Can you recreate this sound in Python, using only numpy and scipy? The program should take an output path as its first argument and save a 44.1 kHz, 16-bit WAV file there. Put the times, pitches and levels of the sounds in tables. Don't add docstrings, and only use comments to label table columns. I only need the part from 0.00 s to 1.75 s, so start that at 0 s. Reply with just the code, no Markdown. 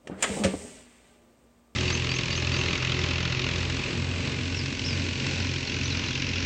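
import sys
import numpy as np
from scipy import signal
from scipy.fft import rfft, irfft, next_fast_len
from scipy.io import wavfile
from scipy.ndimage import map_coordinates

SR = 44100
rng = np.random.default_rng(int(sys.argv[2]) if len(sys.argv) > 2 else 0)


def output_pcm(signal):
    pcm = np.clip(np.atleast_2d(signal).T, -1, 1) * 32767
    wavfile.write(sys.argv[1], SR, np.round(pcm).astype(np.int16))


N = 77175
TIME = np.arange(N) / SR
HIT_TIME = np.arange(0, 0.5, 1 / SR)
TOP_HZ = 15900


def amp(db):
    return 10 ** (np.asarray(db) / 20)


def unit(x):
    return x / np.sqrt(np.mean(x ** 2) + 1e-20)


def along(points, hz):
    pitches, values = np.transpose(points)
    return np.interp(np.log(hz + 1), np.log(pitches + 1), values)


def wobble(turns_per_s):
    points = rng.standard_normal(int(N * turns_per_s / SR) + 4)
    return map_coordinates(points, [TIME * turns_per_s])


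def filtered(x, response):
    size = next_fast_len(N + SR // 2)
    return irfft(rfft(x, size) * response(np.fft.rfftfreq(size, 1 / SR)), size)[:N]


def noise(response):
    return unit(filtered(rng.standard_normal(N), response))


def dull(hz, edge_hz):
    return 1 / np.sqrt(1 + (hz / edge_hz) ** 4)


def peak(f, hz, width_hz):
    return 1 / (1 + ((f - hz) / (width_hz / 2)) ** 2)


def burst(response, t, fade_s):
    spectrum = rfft(rng.standard_normal(len(t))) * response(np.fft.rfftfreq(len(t), 1 / SR))
    return unit(irfft(spectrum, len(t))) * amp(-60 * t / fade_s)


def ring(tones, t, edge_hz, swell_cycles):
    out = 0
    for hz, db, fade_s in tones:
        level = amp(db + 0.8 * rng.standard_normal() - 60 * t / fade_s) * dull(hz, edge_hz)
        swell = 1 - np.exp(-hz * t / swell_cycles)
        out += level * swell * np.sin(2 * np.pi * hz * t)
    return out


def add(track, start_s, sound):
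    start = round(start_s * SR)
    track[start:start + len(sound)] += sound[:N - start]


# pitch_hz, fade_s
ROOM_FADES = [(100, 0.22), (500, 0.19), (2500, 0.26), (8000, 0.2), (15000, 0.18)]


def kitchen(x):
    hz, t, spectrum = signal.stft(rng.standard_normal(SR // 2), SR, nperseg=256)
    fade = amp(-60 * t / along(ROOM_FADES, hz)[:, None])
    swell = 1 - np.exp(-t / 0.016)
    tail = signal.istft(spectrum * fade * swell, SR, nperseg=256)[1]
    return signal.fftconvolve(x, tail / np.linalg.norm(tail))[:N]


def with_echoes(x, echo_db=-15, spread_s=0.014, count=8):
    out = x.copy()
    for delay, size in rng.random((count, 2)):
        add(out, 0.001 + spread_s * delay, amp(echo_db) * (0.5 + size) * x)
    return out


# pitch_hz, level_db
AIR_COLOUR = [(20, -42), (35, -14.5), (58, -2.5), (110, -11.5), (250, -8.5), (600, -12), (1000, -18.5),
              (1300, -21.5), (2500, -28.5), (4500, -31.5), (8500, -31), (10500, -41), (15500, -35)]
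# pitch_hz, level_db
FAN_TONES = [(58, -68.5), (237, -67), (355, -76.5), (587, -79.5), (1184, -78.5)]


def fan(air_db=-63, sink_from_s=1.36, sink_db_per_s=3.5, drift_hz=0.64, shut_db=-1.5, open_s=0.61):
    air_level = amp(air_db - sink_db_per_s * np.maximum(TIME - sink_from_s, 0))
    air = air_level * noise(lambda f: amp(along(AIR_COLOUR, f)))
    hum = np.zeros(N)
    for hz, db in FAN_TONES:
        level = amp(db + 1.5 * wobble(15))
        phase = 2 * np.pi * np.cumsum(hz + drift_hz * wobble(11)) / SR
        hum += level * np.sqrt(2) * np.sin(phase)
    return (air + hum) * amp(shut_db * np.clip(1 - TIME / open_s, 0, 1))


def grip(start_s=0.11, level_db=-49, fade_db_per_s=110, rise_s=0.00067):
    out = np.zeros(N)
    rub = noise(lambda f: peak(f, hz=1376, width_hz=900))
    swell = 1 - np.exp(-TIME / rise_s)
    add(out, start_s, rub * amp(level_db - fade_db_per_s * TIME) * swell)
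    return out


def chamber(start_s=0.61, pitch_hz=250, width_hz=28, level_db=-44, fade_db_per_s=68):
    out = np.zeros(N)
    note = noise(lambda f: peak(f, pitch_hz, width_hz))
    swell = 1 - np.exp(-np.pi * width_hz * TIME)
    add(out, start_s, note * amp(level_db - fade_db_per_s * TIME) * swell)
    return out


# start_s, level_db
JERKS = [(0.123, -42.5), (0.299, -32), (0.447, -25), (0.543, -38)]


def air_shoves(pitch_hz=83.4, rise_s=0.013):
    out = np.zeros(N)
    swell = (TIME / rise_s * np.exp(1 - TIME / rise_s)) ** 2
    for start_s, db in JERKS:
        add(out, start_s, amp(db) * swell * np.sin(2 * np.pi * pitch_hz * TIME))
    return out


# time_s, pitch_hz, level_db
GROAN_PATH = [(.284, 202, -61), (.3, 199.8, -35), (.345, 197.3, -39), (.378, 200, -51),
              (.418, 213.3, -26.5), (.438, 195, -28.5), (.455, 188, -48)]


def groan(wander_hz=4, rough_db=0.5, rail_s=0.31, rail_hz=446, rail_db=-31, rail_fade_s=0.23):
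    times, hz, db = np.transpose(GROAN_PATH)
    level_db = np.interp(TIME, times, db, left=-np.inf, right=-np.inf)
    pitch_hz = np.interp(TIME, times, hz) + wander_hz * wobble(40)
    phase = 2 * np.pi * np.cumsum(pitch_hz) / SR
    out = amp(level_db + rough_db * wobble(90)) * np.sqrt(2) * np.sin(phase)
    add(out, rail_s, ring([(rail_hz, rail_db, rail_fade_s)], TIME, TOP_HZ, swell_cycles=1.4))
    return out


def slips(colour, slips_per_s=9000, spread_db=2):
    pulses = (rng.random(N) < slips_per_s / SR) * rng.standard_normal(N)
    pulses *= amp(spread_db * rng.standard_normal(N))
    return unit(filtered(pulses, lambda f: amp(along(colour, f))))


# pitch_hz, level_db
RASP_COLOUR = [(450, -29), (900, -6), (1300, -4), (2100, 1.5), (3000, -1), (3800, -5.5), (5500, -14.5),
               (9000, -29), (12000, -46)]
STEEL_COLOUR = [(2500, -29), (4500, -6.5), (6000, -5), (7200, 0.5), (8050, 1), (8400, 6), (8800, -3),
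                (10000, -15), (11500, -25), (15500, -28.5)]
RUMBLE_COLOUR = [(25, -9), (80, 0), (135, -2), (240, -3), (330, -4.5), (480, 1), (800, -9.5), (1300, -24),
                 (3000, -58)]
# time_s, rasp_db, hiss_db, rumble_db
SLIDE_LEVELS = [(0, -80, -82, -80), (.07, -70, -73, -53), (.11, -63, -72, -43.5),
                (0.166, -65.5, -71.5, -49.5), (0.209, -47.5, -53, -43), (0.289, -42, -44.5, -39),
                (.39, -45.5, -42, -38), (.425, -50, -48, -33.5), (.5, -46, -49, -44.5),
                (.58, -53.5, -48.5, -45), (.67, -55.5, -50, -52.5), (0.789, -58.5, -56.5, -55.5),
                (.88, -63.5, -65, -66), (1.1, -66, -69, -65.5), (1.27, -75.5, -79.5, -68),
                (1.75, -81, -81, -90)]


def slide(grab_db=-0.15, judder_db=1):
    times, *levels = np.transpose(SLIDE_LEVELS)
    rasp_db, hiss_db, rumble_db = [np.interp(TIME, times, level) for level in levels]
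    grab = amp(grab_db * wobble(50))
    rasp = amp(rasp_db) * slips(RASP_COLOUR)
    hiss = amp(hiss_db) * slips(STEEL_COLOUR)
    rumble = amp(rumble_db + judder_db * wobble(60)) * noise(lambda f: amp(along(RUMBLE_COLOUR, f)))
    return grab * (rasp + hiss) + rumble


# pitch_hz, level_db
THUD_COLOUR = [(30, -35.5), (150, -4.5), (255, 5.5), (330, -3), (550, -0.5), (900, -10.5), (1500, -27.5),
               (4000, -58)]
# pitch_hz, level_db, fade_s
HOUSING_TONES = [(190.94, 0, 0.28), (324.6, -9.5, 0.24), (406, -13, 0.2), (453.5, -14.5, 0.27),
                 (545.6, 0, 0.14), (690, -9, 0.085), (929, -14.5, 0.15), (1174, -19.5, 0.31)]
# start_s, boom_db, thud_db, dull_above_hz, thud_fade_s
BUMPS = [(0.0513, -69, -49, 1590, 0.022), (0.071, -50.5, -33, 2500, 0.039),
         (0.0976, -46.5, -25.5, 1000, 0.025), (0.1112, -31, -31, 390, 0.086),
         (.237, -43.5, -33, 890, 0.051), (.291, -49.5, -30, 600, 0.062), (.369, -30, -28, 840, 0.15),
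         (0.444, -15, -26.5, 990, 0.15), (.537, -37.5, -23.5, 990, 0.059), (0.6485, -52, -34.5, 434, 0.076)]


def bumps(rise_s=0.001):
    out, t = np.zeros(N), HIT_TIME
    for start_s, boom_db, thud_db, edge_hz, fade_s in BUMPS:
        thud = burst(lambda f: amp(along(THUD_COLOUR, f)) * dull(f, edge_hz), t, fade_s)
        thud *= 1 - np.exp(-t / rise_s)
        boom = ring(HOUSING_TONES, t, edge_hz, swell_cycles=1.2)
        add(out, start_s, amp(thud_db) * thud + amp(boom_db) * boom)
    return out


# pitch_hz, level_db
CLACK_COLOUR = [(30, -37.5), (150, -21), (500, 3), (1000, -6.5), (1700, 2), (3000, 1), (3900, -5.5),
                (6000, -5), (8800, -2.5), (10500, -22), (15500, -36.5)]
# pitch_hz, level_db, fade_s
SHELL_TONES = [(924, -5, 0.27), (1280, 3, 0.1), (1460, -3, 0.13), (1627, -4.5, 0.24), (1725, 1, 0.12),
               (2070, 0, 0.15), (2330, -2, .14), (2774, -1, .11), (3110, -9, 0.21)]
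CATCH_TONES = [(7040, -1.5, 0.05), (7430, -0.5, .052), (8455, 2, 0.028), (8640, -2.5, 0.032)]
# start_s, plastic_db, steel_db, clack_fade_s, dull_above_hz, rise_s
CONTACTS = [(0.073, -38, -59.5, 0.041, 5410, 0.00011), (.2245, -23, -18.5, 0.095, 9000, 0.00053),
            (.2279, -22.5, -27, 0.031, 3500, 0.00029), (.238, -20, -34, 0.07, 2600, 0.001),
            (.2405, -17, -43, 0.036, 2100, .0015), (0.437, -23, -33, 0.096, 6500, 0.00033),
            (0.4455, -25.5, -35, 0.11, 8000, 0.00073)]


def clicks(shell_db=-18, tick_db=-18, tick_fade_s=0.019, zing_db=-5, zing_fade_s=0.07):
    out, t = np.zeros(N), HIT_TIME
    for start_s, plastic_db, steel_db, fade_s, edge_hz, rise_s in CONTACTS:
        clack = burst(lambda f: amp(along(CLACK_COLOUR, f)) * dull(f, edge_hz), t, fade_s)
        shell = amp(shell_db) * ring(SHELL_TONES, t, edge_hz, swell_cycles=1)
        catch = ring(CATCH_TONES, t, TOP_HZ, swell_cycles=2)
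        zing = amp(zing_db) * burst(lambda f: amp(along(STEEL_COLOUR, f)), t, zing_fade_s)
        tick = rng.standard_normal(len(t)) * amp(tick_db - 60 * t / tick_fade_s)
        click = amp(plastic_db) * (clack + shell) + amp(steel_db) * (catch + zing + tick)
        add(out, start_s, click * (1 - np.exp(-t / rise_s)))
    return out


def scene(click_room_db=-12.5, bump_room_db=-18):
    hard, soft = clicks(), bumps()
    room = kitchen(amp(click_room_db) * hard + amp(bump_room_db) * soft)
    pull = air_shoves() + grip() + with_echoes(slide()) + groan() + chamber()
    return (hard + soft + room + pull + fan())[None]


def record(dry):
    bass_cut = signal.butter(2, 35, "highpass", fs=SR, output="sos")
    thinned = signal.sosfilt(bass_cut, dry[0])
    return filtered(thinned, lambda hz: hz < TOP_HZ)[None]


dry = scene()
out = record(dry)
output_pcm(out)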